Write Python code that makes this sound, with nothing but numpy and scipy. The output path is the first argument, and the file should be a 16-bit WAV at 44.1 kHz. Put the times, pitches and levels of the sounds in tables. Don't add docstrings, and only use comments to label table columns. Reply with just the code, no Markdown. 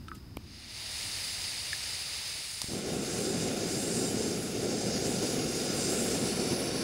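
import sys
import numpy as np
from scipy import signal
from scipy.fft import rfft, irfft, next_fast_len
from scipy.io import wavfile

SR = 44100
rng = np.random.default_rng(int(sys.argv[2]) if len(sys.argv) > 2 else 0)


def inscribe(sig):
    pcm = np.round(np.clip(np.atleast_2d(sig).T, -1, 1) * 32767)
    wavfile.write(sys.argv[1], SR, pcm.astype(np.int16))


N = 301203

# t/s, level/dB
GAS_FLOW = [(0.35, -69), (0.55, -54.5), (0.68, -51.5), (0.8, -45.5), (1.0, -42), (2.3, -43), (2.8, -45.5),
            (3.35, -44.0), (4.15, -44.5), (4.35, -46.0), (5.55, -43), (5.8, -42.0), (6.83, -42.5)]


def from_db(db):
    return 10 ** (np.asarray(db) / 20)


def rms_one(x):
    return x / np.sqrt(np.mean(x ** 2) + 1e-20)


def in_time(curve):
    times, values = np.transpose(curve)
    return np.interp(np.arange(N) / SR, times, values)


def bin_hz():
    return np.maximum(np.fft.rfftfreq(next_fast_len(N, True), 1 / SR), 1)


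def slope(points):
    hz, db = np.transpose(points)
    bass_loss_db = 40 * np.log10(np.minimum(bin_hz() / hz[0], 1))
    return np.interp(np.log(bin_hz()), np.log(hz), db) + bass_loss_db


def bells(rows):
    return sum(db / (1 + (2 * (bin_hz() - hz) / width) ** 2) ** 2 for hz, width, db in rows)


def coloured(x, db):
    size = next_fast_len(N, True)
    return irfft(rfft(x, size) * from_db(db), size)[:N]


def noise(db):
    return rms_one(coloured(rng.standard_normal(N), db))


def drift(rate_hz):
    return noise(-20 * np.log10(1 + (bin_hz() / rate_hz) ** 2))


def high_pass(x, hz, order=2):
    return signal.sosfilt(signal.butter(order, hz, "high", fs=SR, output="sos"), x)


def pulse(s, db, decay_s):
    return from_db(db) * np.exp(-np.minimum(np.abs(np.arange(N) / SR - s) / decay_s, 20))


def add(out, s, sound):
    at = max(int(s * SR), 0)
    out[at:at + len(sound)] += sound[:N - at]


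def open_air(gain_db=4.5):
    breeze = [(0, -51), (.5, -54.5), (.65, -58), (1.05, -55.5), (1.9, -58), (2.5, -60.5)]
    rumble = [(18, -14), (35, -6.5), (75, 1), (110, -1), (160, -8), (300, -14.5), (600, -28.5),
              (1500, -29.5), (6000, -43), (15000, -41)]
    return from_db(gain_db + in_time(breeze)) * noise(slope(rumble))


def clothing(gain_db=-3.5):
    sleeve = [(0, -49.5), (.2, -50.5), (.4, -49.5), (.55, -54), (.75, -57), (1.0, -81)]
    rustle = [(60, -15), (130, -1.5), (220, 0), (350, -3.5), (500, -30), (900, -24), (3000, -49)]
    return from_db(gain_db + in_time(sleeve)) * noise(slope(rustle))


def trickle():
    hz, width_hz, db = (5020, 400, -67.5)
    return from_db(db) * noise(-20 * np.log10(1 + (2 * (bin_hz() - hz) / width_hz) ** 2))


def snaps():
    # t/s, starting level/dB, centre f/Hz, width/octaves, t60/s
    contacts = [(.0825, -44, 3700, 0.98, .025), (.0838, -56, 8700, .3, .035), (.1478, -52, 10500, 1.0, .03),
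                (.151, -53, 4500, 2.2, 0.11), (.3689, -40.5, 11000, 0.76, .012),
                (0.3693, -42, 4200, 0.62, 0.015), (2.6167, -35, 696, 1.5, 0.018),
                (2.6168, -19, 5600, 0.89, 0.0096), (2.617, -27, 2700, 0.92, .008),
                (2.619, -29, 7000, 1.2, .009)]
    out, t = np.zeros(N), np.arange(SR // 5) / SR
    for s, db, hz, octaves, t60 in contacts:
        edge_ratio = 2 ** (octaves / 2)
        edges_hz = [hz / edge_ratio, min(hz * edge_ratio, SR / 2 - 1000)]
        band = signal.butter(2, edges_hz, "band", fs=SR, output="sos")
        burst = rms_one(signal.sosfilt(band, rng.standard_normal(len(t))))
        add(out, s, from_db(db) * burst * np.exp(-np.log(1000) * t / t60))
    return out


def pebbles(contact_s=0.00031):
    clicks = [(.0828, -35, 1310, .04), (.1158, -26.5, 1270, 0.017), (0.121, -44, 1270, 0.14),
              (1.7298, -21.5, 1760, 0.025), (1.7345, -31, 1760, 0.014)]
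    modes = [(1, 0.5), (1.16, -9.5)]
    out, t = np.zeros(N), np.arange(SR // 5) / SR
    for s, db, hz, t60 in clicks:
        ring = sum(from_db(mode_db) * np.sin(2 * np.pi * hz * ratio * t) for ratio, mode_db in modes)
        attack = 1 - np.exp(-(t / contact_s) ** 2)
        ping = from_db(db) * ring * attack * np.exp(-np.log(1000) * t / t60)
        add(out, s, high_pass(ping, 0.89 * hz, order=6))
    return out


def valve_knock():
    # t/s, point level/dB, point decay/s, foot level/dB, foot decay/s
    (s, point_db, point_s, foot_db, foot_s), = [(0.3715, -22, 0.00015, -33.5, 0.00098)]
    canister = [(294, 290, 5.5), (1160, 340, 3.5), (1680, 770, -16), (2340, 500, 12.5), (3180, 900, 11),
                (4300, 700, -4), (6500, 2500, -7)]
    blow = pulse(s, point_db, point_s) + pulse(s, foot_db, foot_s)
    return high_pass(coloured(blow, bells(canister)), hz=150)


def jet_levels(lit, full_flow_db=-42.5, trickle_db=-55, sputter_db=1.28, waver_db=0.41):
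    # level over the hiss at full flow/dB, dB gained per dB of flow
    cold_treble = [(2.5, .14), (-3.5, 0.6), (-4, 0.5)]
    lit_whistle = [(2.75, 3), (3.7, 3.5), (4.35, 2.5), (5.02, 5.5), (5.55, 3.5), (5.72, 3.5), (6.05, 2)]
    lit_sizzle = [(2.75, -3.5), (3.35, 0.5), (3.65, -4), (3.79, 2.5), (4.17, 2), (4.29, -2), (4.7, -2.5),
                  (4.85, -0.5), (4.95, -7), (5.11, 4), (5.22, -4), (5.7, -3.5), (5.82, 3.5), (6.05, 1.5),
                  (6.67, -6)]
    lighter_hand = [(2.3, 0), (2.55, 1), (2.65, 1), (2.8, 0.15)]
    screen_losses = [2, 1.5, -2.5, -1.2]
    flow_db, sizzle_db, screened = in_time(GAS_FLOW), in_time(lit_sizzle), in_time(lighter_hand)
    throttle_db = np.maximum(flow_db, trickle_db) - full_flow_db
    cold_db = [db + per_db * throttle_db for db, per_db in cold_treble]
    spray_db = -2.0 + 0.6 * throttle_db + 0.099 * sizzle_db
    lit_db = [in_time(lit_whistle), sizzle_db, spray_db]
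    waver = waver_db * drift(rate_hz=3.4)
    treble_db = [waver + (1 - lit) * cold + lit * (hot + sputter_db * drift(rate_hz=7.1))
                 for cold, hot in zip(cold_db, lit_db)]
    return [flow_db + db - loss_db * screened for db, loss_db in zip([0] + treble_db, screen_losses)]


def turbulence(colour_db, band_db):
    bands = [(100, 4200), (4200, 7000), (7000, 9300), (9300, 20000)]
    hz = bin_hz()
    skirts = [-10 * np.log10((1 + (low / hz) ** 40) * (1 + (hz / high) ** 40)) for low, high in bands]
    return sum(from_db(db) * noise(colour_db + skirt) for db, skirt in zip(band_db, skirts))


def jet(flicker, gain_db=-0.02, flutter_db=0.49, flicker_db=0.48):
    cold_jet = [(150, -17.5), (700, -10), (950, -10.5), (1500, -12), (2000, -4.5), (3300, -7.5), (4600, 1),
                (6000, -9), (8000, -19), (9900, -18), (11500, -24.5), (13000, -31), (14500, -29),
                (15600, -25.5)]
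    lit_jet = [(300, -39), (950, -9.5), (1500, -3.5), (2000, -4), (3300, -5), (4600, 0), (6000, -0.6),
               (8000, -5), (9900, -11.5), (11500, -11.5), (13000, -25), (14500, -19), (15600, -16)]
    burner = [(1078, 113, -4, 7.5), (1377, 460, 1, 7.5), (1710, 150, 0, 3.5), (2280, 1100, 1.5, 5),
              (2880, 730, 4, 5.5), (3657, 620, 4.5, 6.5), (4960, 300, 6.5, 7.5), (5460, 210, 4, 2),
              (6370, 230, 9.5, 3.5), (6680, 220, 6, 5.5), (7370, 600, 1.5, 6.5), (8080, 170, 8.5, -0.5),
              (8450, 330, 6.5, 8.5), (8950, 450, 9, 6.5), (9200, 150, -6, -1), (9340, 330, 1.5, 7),
              (10380, 700, 8.5, 10)]
    pot_base = [(960, 210, 10), (2280, 560, 2), (4580, 600, 3.5), (5020, 300, -9), (5350, 500, 3.5),
                (6760, 760, -15), (7520, 350, -8), (8450, 730, -8), (9840, 700, 12), (11700, 700, -1),
                (13300, 900, 7), (15500, 1200, -1)]
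    alight = [(2.62, 0), (2.92, 1)]
    pot_over = [(6.12, 0.02), (6.3, .8), (6.65, 0.98)]
    lit, covered = in_time(alight), in_time(pot_over)
    band_db = jet_levels(lit)
    cold_db = slope(cold_jet) + bells([(hz, width, cold) for hz, width, cold, _ in burner])
    lit_db = slope(lit_jet) + bells([(hz, width, hot) for hz, width, _, hot in burner])
    under_pot_db = lit_db + bells(pot_base)
    states = [(1 - lit, cold_db), (lit * (1 - covered), lit_db), (lit * covered, under_pot_db)]
    rush = sum(np.sqrt(share) * turbulence(colour, band_db) for share, colour in states)
    return rush * from_db(gain_db + flutter_db * drift(rate_hz=91) + flicker_db * lit * flicker)


def hand_echo(gas, echo_db=-11, delay_s=0.00089, sway_s=0.00006, centre_hz=8500, width_hz=4000):
    hand_near = [(1.9, .2), (2.6, 1), (3.1, 0.9), (3.5, 0.4), (4.2, 1), (6.0, 1), (6.3, .3)]
    glance = coloured(gas, echo_db - 10 * np.log10(1 + (2 * (bin_hz() - centre_hz) / width_hz) ** 4))
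    fine = signal.resample_poly(glance, 4, 1)
    read_at = np.arange(N) - SR * (delay_s + sway_s * drift(rate_hz=1.7))
    return in_time(hand_near) * np.interp(read_at, np.linspace(0, N, len(fine), endpoint=False), fine)


def ignition_puffs():
    pockets = [(2.643, -25.5, .0013), (2.686, -25, 0.0021), (2.7345, -20, 0.00058)]
    return high_pass(sum(pulse(*pocket) for pocket in pockets), hz=90)


def flame(flicker, gain_db=0.02, flicker_db=0.85, catch_s=2.672, spread_s=0.047):
    vigour = [(2.72, 6), (2.95, 12.5), (3.08, 8.5), (3.17, 10.5), (3.95, 10), (4.18, 12), (4.5, 9.5),
              (4.66, 13), (5.7, 9.0), (6.55, 11.0), (6.8, 8.5)]
    roar = [(25, -22.5), (60, -14), (125, -3.5), (190, -0.5), (245, 1), (295, -2.5), (385, 0), (490, -3.5),
            (600, -10.5), (740, -10.5), (860, -19.5), (1000, -28), (2000, -63)]
    roar_db = gain_db + in_time(GAS_FLOW) + in_time(vigour) + flicker_db * flicker
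    burning = np.clip((np.arange(N) / SR - catch_s) / spread_s, 0, 1)
    return burning * from_db(roar_db) * noise(slope(roar))


def scene():
    flicker = drift(rate_hz=13)
    gas = jet(flicker)
    stove = gas + hand_echo(gas) + flame(flicker) + ignition_puffs() + trickle()
    handling = pebbles() + snaps() + valve_knock()
    mono = stove + handling + open_air() + clothing()
    return np.array([mono, mono])


def record(dry, cutoff_hz=15700):
    return signal.sosfilt(signal.ellip(12, .1, 80, cutoff_hz, fs=SR, output="sos"), dry)


dry = scene()
out = record(dry)
inscribe(out)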